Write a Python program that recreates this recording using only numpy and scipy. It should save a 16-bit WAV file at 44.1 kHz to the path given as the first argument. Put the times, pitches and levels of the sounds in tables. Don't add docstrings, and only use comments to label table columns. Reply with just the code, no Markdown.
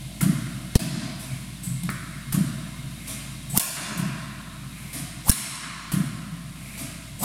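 import sys
import numpy as np
from scipy import signal
from scipy.fft import rfft, irfft, next_fast_len
from scipy.io import wavfile
from scipy.ndimage import uniform_filter1d

SR = 44100
rng = np.random.default_rng(int(sys.argv[2]) if len(sys.argv) > 2 else 0)


def inscribe(sig):
    pcm = np.round(np.clip(np.atleast_2d(sig).T, -1, 1) * 32767)
    wavfile.write(sys.argv[1], SR, pcm.astype(np.int16))


N = 319284
TIME = np.arange(N) / SR

# frequency in Hz, relative level in dB.
VENT_SPECTRUM = [(20, -10), (55, -31), (85, -3.5), (125, 5.5), (200, 3), (310, -7.5), (400, -22.5),
                 (470, -31), (600, -32), (1100, -27), (2600, -18.5), (4200, -19.5), (5200, -23),
                 (6500, -25), (8000, -22), (9800, -19.5), (13000, -29), (16000, -41)]
SOLE_SPECTRUM = [(200, 11), (450, -7), (1200, -1.5), (1800, -3.5), (2150, -9), (2600, -5), (3500, -7),
                 (6500, -6), (9500, 2.5), (12000, 0.5), (16000, -12.5)]
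CRACK_SPECTRUM = [(200, -25), (470, 0.5), (720, -2), (1100, -8.5), (2400, 0), (3200, -1.5), (4100, 2.5),
                  (5400, -2), (6800, 3), (8200, 5), (10000, 9.5), (12500, 9), (16000, 4)]
HISS_SPECTRUM = [(40, 1), (200, 21), (450, -12), (700, 7), (1500, -2), (3500, 0), (6500, 3.5), (8200, 6),
                 (10500, 0), (14500, 8), (16000, -15)]
CORK_SPECTRUM = [(60, -8), (170, 21), (400, 1.5), (850, -9.5), (1250, 15.5), (1500, 7), (1850, 11),
                 (2400, 9), (3000, -11), (4300, -1), (6000, -12), (10000, -12), (16000, -38)]
RUBBER_SPECTRUM = [(300, -1), (700, 0.5), (1500, -2.5), (4000, 0), (6500, -1), (8500, 5), (11000, 6),
                   (13000, -1), (16000, -14)]
WHEEL_SPECTRUM = [(1200, 2.5), (1900, 10), (2150, 21), (2550, 16.5), (3000, 1), (5000, -36)]
RATTLE_SPECTRUM = [(1500, -10.5), (6700, -11), (7800, 0), (8600, -3), (9300, -3), (11000, -2.5),
                   (12300, -8), (13500, -15), (16000, -22)]
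HALL_SPECTRUM = [(60, -35), (125, 3), (250, 3.5), (350, 5), (420, -3), (470, -12), (550, 0.5), (660, 9.5),
                 (820, -7.5), (1050, 5.5), (10000, 1), (15000, -2.5)]
# frequency in Hz, T60 in seconds.
HALL_DECAY = [(120, 1.43), (400, 1.15), (1100, 2.89), (2300, 2.25), (4500, 1.66), (7000, 1.18),
              (10000, 0.84), (15000, 0.35)]
# frequency in Hz, width in Hz, level in dB.
HALL_DRONES = [(133.2, 17.5, -41.5), (656, 196, -59), (1027, 120, -62), (2135, 56, -57.5), (3795, 270, -59)]
# start in seconds, frequency in Hz, level in dB, T60 in seconds.
STAMP_PINGS = [(0.2078, 2121, -25, .032), (0.2135, 1390, -27, .022)]
# start in seconds, level in dB.
FOOT_STAMPS = [(0.2086, -9), (2.3228, -9.5), (3.974, -12), (5.917, -8.5)]
# delay in seconds, relative level in dB.
THUMP_PATHS = [(0, -3), (.0275, -6.5), (0.063, -5), (.0755, -9.5)]
# centre in seconds, level in dB, pitch in Hz, half-width in seconds.
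SOFT_THUDS = [(0.216, -25, 268, 0.0047), (0.98, -20, 203, 0.007), (1.337, -25, 133, 0.007),
              (1.678, -19.5, 157, 0.0074), (1.718, -20.5, 143.4, 0.011), (1.8465, -24.5, 179, 0.016),
              (3.5435, -22, 155, 0.01), (3.913, -24.5, 206, 0.021), (4.065, -21.5, 147.1, 0.013),
              (4.16, -28, 181, 0.006), (4.965, -29.5, 270, 0.0069), (5.028, -24.5, 150, 0.0091),
              (6.334, -25, 161, 0.022), (6.819, -29.5, 260, 0.0078), (7.226, -23, 188, 0.01)]
# start in seconds, level in dB, decay in seconds (0.0006 at least is used),
# treble tilt in dB per octave, buzz in dB, hall level in dB, hall tilt in dB per octave,
# early reflections in dB, far-end swell as a ratio, reflection gap in seconds, bounce lag in seconds.
SHARP_CRACKS = [(0.7536, -18, 0.0083, -7, -27.5, -12.5, -5.5, -11, 0.59, 0.038, 0.0012),
                (3.575, 4, 0.00088, 8.5, -21, 2, 2.5, 4, 0.21, 0.02, 0.0012),
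                (5.2950, 9, 0.00043, 4.5, -12.5, 1, -1.46, 8, 0.051, .0184, 0.00091)]
# centre in seconds, half-width in seconds,
# then suction, pressure and wake as signed amplitudes.
PRESSURE_PULSES = [(0.7595, 0.0012, 0.32, -2.13, -0.13), (3.5787, 0.00083, -0.083, 0.41, -0.26),
                   (5.2987, 0.0014, -0.18, 1.9, 0.88)]
# frequency in Hz,
# width in Hz, then lift in dB for the knock, the first smash and the second smash.
STRING_BED_MODES = [(1059, 110, 0, 23, 13), (1410, 69, -5, 25, 15.5), (1660, 120, -8, 7.3, 22),
                    (2104, 160, -10, 23, 6), (2420, 300, -14, 7.7, -3), (2830, 180, -8, 21, 14),
                    (3570, 100, -1, 16, -5), (4030, 210, 1, 1.7, 12), (4580, 200, -7, 13, 2),
                    (4804, 570, 11.5, 8.5, -1), (5380, 350, 10, 16, 19.5), (6060, 370, 6, 11, 5),
                    (6840, 400, 0, 10, 4), (8200, 730, 8, 9.7, 6), (9180, 980, -3, 6, 15),
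                    (10280, 310, 7.5, 7.7, 1.5), (12200, 850, -5, 7, -16)]
# start in seconds, level in dB,
# treble tilt in dB per octave, hall level in dB.
SHUTTLE_LANDINGS = [(0.95, -32, -3, -31.5), (1.8909, -18.5, -2, -20.5), (1.9004, -27, 23, -25),
                    (3.754, -56, -3, -13.5), (3.896, -38, -14, -13.5), (5.62, -66, 2.5, -19)]
# frequency in Hz, relative level in dB, T60 in seconds.
CORK_RESONANCES = [(1380, -31, 0.02), (1803, -28, 0.033)]
METAL_RESONANCES = [(7920, 6, .12), (8400, -3, .16), (8530, 6, .2), (8670, -1, .16), (12200, 0, .2)]
# start in seconds, hiss in dB, whirr in dB, time of peak whirr in seconds.
LAUNCHES = [(1.191, -36, -48.5, 1.33), (3.071, -31, -48, 3.12), (4.927, -29, -46, 4.87),
            (6.773, -30.5, -43.5, 6.76)]
# start in seconds, rattle in dB, ring in dB.
RELOADS = [(1.629, -33.5, -38), (3.493, -35.5, -39), (5.343, -18, -48), (7.188, -34, -36)]
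# time of top speed in seconds, level in dB, top pitch of the shaft in Hz.
RACKET_SWINGS = [(3.575, -22, 1130), (5.294, -20, 1100), (7.239, -21.5, 955)]


def amp(db):
    return 10 ** (np.asarray(db) / 20)


def unit_rms(x):
    return x / np.sqrt(np.mean(x ** 2) + 1e-20)


def curve(points, hz):
    f, value = np.transpose(points)
    return np.interp(np.log(hz + 1), np.log(f + 1), value)


def add(mix, s, sound):
    part = mix[round(s * SR):][:len(sound)]
    part += sound[:len(part)]


def gains(spectrum, size, tilt_db):
    hz = np.fft.rfftfreq(size, 1 / SR)
    return amp(curve(spectrum, hz) + tilt_db * np.log2(1 + hz / 2000))


def noise(spectrum, size, tilt_db=0):
    white = rfft(rng.standard_normal(size))
    return unit_rms(irfft(white * gains(spectrum, size, tilt_db), size))


def click(spectrum, tilt_db=0, size=512):
    pulse = np.roll(irfft(gains(spectrum, size, tilt_db)), size // 16)
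    return pulse / np.linalg.norm(pulse) * np.sqrt(.001 * SR)


def narrowband(hz, width):
    size = next_fast_len(N)
    offset = np.fft.fftfreq(size, 1 / SR)
    band = np.exp(-2 * (offset / width) ** 2)
    waver = np.fft.ifft(np.fft.fft(rng.standard_normal(size)) * band)[:N]
    carrier = np.exp(2j * np.pi * np.cumsum(hz * np.ones(N)) / SR)
    return unit_rms((waver * carrier).real)


def burst(spectrum, decay_s, rise_s, tilt_db=0):
    t = TIME[:SR // 2]
    envelope = (1 - np.exp(-t / rise_s)) * np.exp(-t / decay_s)
    return unit_rms(noise(spectrum, len(t), tilt_db) * envelope) * np.sqrt(np.mean(envelope ** 2))


def ringing(modes):
    t = TIME[:SR // 2]
    return sum(amp(db - 60 * t / t60) * np.sin(2 * np.pi * hz * t) for hz, db, t60 in modes)


def boom(s, hz, half_width_s, overtone=1.73, overtone_db=-17):
    out = np.zeros(N)
    start = max(s - .05, 0)
    t = TIME[:SR // 10] + start - s
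    ring = np.cos(2 * np.pi * hz * t) + amp(overtone_db) * np.cos(2 * np.pi * hz * overtone * t)
    add(out, start, -ring * np.exp(-(t / half_width_s) ** 2))
    return out


def hall(x, gap_s, early_db=4, early_decay_s=0.015, swell=0):
    t = TIME[:SR * 5 // 2]
    early = amp(early_db) * np.exp(-t / early_decay_s)
    far_wall = amp(-5) * np.exp(-((t - 0.24) / 0.0043) ** 2)
    far_end = swell * np.exp(-((t - 0.28) / 0.092) ** 2)
    reflections = rng.standard_normal(len(t)) * (1 + early / 2 + far_wall / 2) * (1 + far_end)
    hz, when, bands = signal.stft(reflections, SR, nperseg=512)
    patches = uniform_filter1d(rng.standard_normal(bands.shape), size=3, axis=0)
    patches = unit_rms(uniform_filter1d(patches, size=14, axis=1))
    waver_db = 1.4 * patches * np.minimum(hz / 1000, 1)[:, None]
    decay_db = -60 * when / curve(HALL_DECAY, hz)[:, None]
    tail = signal.istft(bands * amp(waver_db + decay_db), SR, nperseg=512)[1][:len(t)]
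    tail = irfft(rfft(tail) * gains(HALL_SPECTRUM, len(t), 0))
    tail *= np.minimum((t[-1] - t) / .5, 1) ** 2
    wet = np.zeros(N)
    add(wet, gap_s, signal.fftconvolve(x, tail)[:N] * np.sqrt(np.log(1e6) / SR))
    return wet


def ventilation(rush_db=-38.5, hum_hz=55.8, hum_db=-45.5, drift_db=2.5, drift_hz=2.5):
    out = amp(rush_db) * noise(VENT_SPECTRUM, N)
    out += amp(hum_db) * unit_rms(np.sin(2 * np.pi * hum_hz * TIME))
    for hz, width, db in HALL_DRONES:
        drone = narrowband(hz, width) * amp(drift_db * narrowband(0, drift_hz))
        out += amp(db) * unit_rms(drone)
    return out


def pings(hall_db=-9):
    out = np.zeros(N)
    for s, hz, db, t60 in STAMP_PINGS:
        add(out, s, ringing([(hz, db, t60)]))
    return out + amp(hall_db) * hall(out, gap_s=.019)


def stamps(slap_db=-11.5, thump_hz=162, lag_s=0.026, thump_s=0.0073, slap_hall_db=-6, thump_hall_db=-3):
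    out, thumps = np.zeros((2, N))
    for s, db in FOOT_STAMPS:
        slap = np.zeros(N)
        add(slap, s, amp(db) * click(SOLE_SPECTRUM))
        add(out, s, amp(db + slap_db) * burst(SOLE_SPECTRUM, 0.016, 0.0024))
        out += amp(slap_hall_db) * hall(slap, gap_s=.019)
        thumps += amp(db) * boom(s + lag_s, thump_hz, thump_s / 2)
        for delay, echo_db in THUMP_PATHS:
            out += amp(db + echo_db) * boom(s + lag_s + delay, thump_hz, thump_s)
    return out + amp(thump_hall_db) * hall(thumps, gap_s=.03)


def thuds_and_scuff(scuff_s=1.833, scuff_db=-27, scuff_hall_db=-2, thud_hall_db=-6):
    thuds = sum(amp(db) * boom(s, hz, width, overtone_db=-22) for s, db, hz, width in SOFT_THUDS)
    scuff = np.zeros(N)
    add(scuff, scuff_s, amp(scuff_db) * burst(RUBBER_SPECTRUM, 0.005, 0.0011))
    scuff += amp(scuff_hall_db) * hall(scuff, gap_s=0.012)
    return scuff + thuds + amp(thud_hall_db) * hall(thuds, gap_s=0.01617)


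def cracks(buzz_s=0.014, scatter_db=-13, wall_db=-21, bounce_db=-18, push_hall_db=-13, ring_share=0.45):
    out = np.zeros(N)
    buzz = signal.windows.tukey(round(buzz_s * SR), .5)
    for crack, pulse, lifts_db in zip(SHARP_CRACKS, PRESSURE_PULSES, np.transpose(STRING_BED_MODES)[2:]):
        s, db, decay, tilt_db, buzz_db, hall_db, hall_tilt_db, early_db, swell, gap, lag = crack
        near, spread = np.zeros((2, N))
        add(near, s, amp(db) * burst(CRACK_SPECTRUM, max(decay, .0006), .0003, tilt_db))
        add(near, s + 0.0011, amp(buzz_db) * buzz * noise(HISS_SPECTRUM, len(buzz), tilt_db))
        add(near, s, amp(buzz_db + scatter_db) * burst(CRACK_SPECTRUM, .015, .003, tilt_db))
        wall_slap = burst(CRACK_SPECTRUM, .008, .001, hall_tilt_db)
        add(near, s + gap, amp(hall_db + early_db + wall_db) * wall_slap)
        add(spread, s, amp(hall_db) * click(CRACK_SPECTRUM, hall_tilt_db))
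        add(spread, s + lag, amp(hall_db + bounce_db) * click(CRACK_SPECTRUM, tilt_db=-13))
        air = air_push(*pulse)
        into_hall = string_bed(spread, ring_share * lifts_db) + amp(push_hall_db) * air
        out += air + string_bed(near, lifts_db) + hall(into_hall, gap, early_db, swell=swell)
    return out


def string_bed(x, lifts_db):
    out = x.copy()
    for (hz, width, *_), db in zip(STRING_BED_MODES, lifts_db):
        out += (amp(db) - 1) * signal.lfilter(*signal.iirpeak(hz, hz / width, fs=SR), x)
    return out


def air_push(s, half_width_s, suction, pressure, wake):
    u = (TIME - s) / half_width_s
    before = suction * np.exp(-(u + 2.23) ** 2)
    after = wake * np.exp(-((u - 2.9) / 0.91) ** 2)
    return before + pressure * np.exp(-u ** 2) + after


def landings(ring_db=-3, thud_db=-5, thud_hz=195):
    knocks, spread = np.zeros((2, N))
    ring = ringing(CORK_RESONANCES)
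    for s, db, tilt_db, hall_db in SHUTTLE_LANDINGS:
        add(knocks, s, amp(db) * (burst(CORK_SPECTRUM, 0.0052, 0.00028, tilt_db) + ring))
        knocks += amp(db + thud_db) * boom(s + 0.0026, thud_hz, 0.0079)
        add(spread, s, amp(hall_db) * click(CORK_SPECTRUM, tilt_db))
        add(spread, s, amp(db + ring_db) * ring)
    return knocks + amp(-2.5) * hall(spread, gap_s=0.011, early_db=2, early_decay_s=0.063)


def feeder(knock_db=-1, knock_hz=156, knock_lag_s=0.02624, whirr_half_s=0.18):
    launches, whirr_level = np.zeros((2, N))
    for s, db, whirr_db, whirr_s in LAUNCHES:
        add(launches, s, amp(db) * burst(RUBBER_SPECTRUM, 0.043, 0.0059))
        launches += amp(db + knock_db) * boom(s + knock_lag_s, knock_hz, 0.0031)
        whirr_level += amp(whirr_db) * np.exp(-((TIME - whirr_s) / whirr_half_s) ** 2)
    wheels = noise(WHEEL_SPECTRUM, N) + noise(RUBBER_SPECTRUM, N)
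    return launches + whirr_level * wheels + hall(launches, gap_s=.015)


def clinks(rise_s=0.016, rattle_decay_s=0.065, hall_db=-4):
    out = np.zeros(N)
    ring = ringing(METAL_RESONANCES)
    ring *= np.minimum(TIME[:len(ring)] / rise_s, 1)
    for s, rattle_db, ring_db in RELOADS:
        add(out, s, amp(rattle_db) * burst(RATTLE_SPECTRUM, rattle_decay_s, rise_s / 2, tilt_db=2))
        add(out, s, amp(ring_db) * ring)
    return out + amp(hall_db) * hall(out, gap_s=0.017)


def swings(rise_s=0.019, fall_s=.004, strings_hz=11070,
           rush_db=-1, strings_db=-3, shaft_db=-4, buffet_db=-8, hall_db=-14):
    hiss, body = np.zeros((2, N))
    rush = noise(HISS_SPECTRUM, N)
    buffet = narrowband(190, width=100)
    for s, db, shaft_hz in RACKET_SWINGS:
        force = np.exp(-np.maximum((s - TIME) / rise_s, (TIME - s) / fall_s) ** 1.2)
        speed = force ** .25
        turbulence = force ** 1.14
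        hiss += amp(db + rush_db) * turbulence * rush
        hiss += amp(db + strings_db) * force * narrowband(strings_hz * np.sqrt(speed), width=2600)
        body += amp(db + shaft_db) * force * narrowband(shaft_hz * speed, width=540)
        body += amp(db + buffet_db) * turbulence * buffet
    return hiss + body + amp(hall_db) * hall(hiss, gap_s=0.072)


def scene():
    mono = cracks() + swings() + stamps() + pings() + thuds_and_scuff()
    mono += feeder() + clinks() + landings() + ventilation()
    return np.array([mono, mono])


def peak_hold(level, release_s):
    return np.exp(np.maximum.accumulate(np.log(level) + TIME / release_s) - TIME / release_s)


def record(dry, threshold_db=-16, attack_s=.006, fast_s=0.41, slow_s=2.3, ceiling=.64, edge_hz=15950):
    sensed = signal.lfilter(*signal.butter(1, 600, "high", fs=SR), dry[0])
    window = np.hanning(176)
    power = signal.lfilter(window / window.sum(), 1, sensed ** 2)
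    over_db = np.maximum(10 * np.log10(power + 1e-12) - threshold_db, 1e-6)
    duck_db = np.maximum(peak_hold(over_db, fast_s), 0.27 * peak_hold(over_db, slow_s))
    pole = np.exp(-1 / (attack_s * SR))
    ducked = dry * amp(-signal.lfilter([1 - pole], [1, -pole], duck_db))
    oversampled = signal.resample_poly(ducked, 2, 1, axis=1)
    saturated = oversampled / (1 + (oversampled / ceiling) ** 4) ** .25
    lowpass = signal.firwin(511, edge_hz, window=("kaiser", 9), fs=SR)
    return signal.oaconvolve(signal.resample_poly(saturated, 1, 2, axis=1), lowpass[None], "same")


dry = scene()
out = record(dry)
inscribe(out)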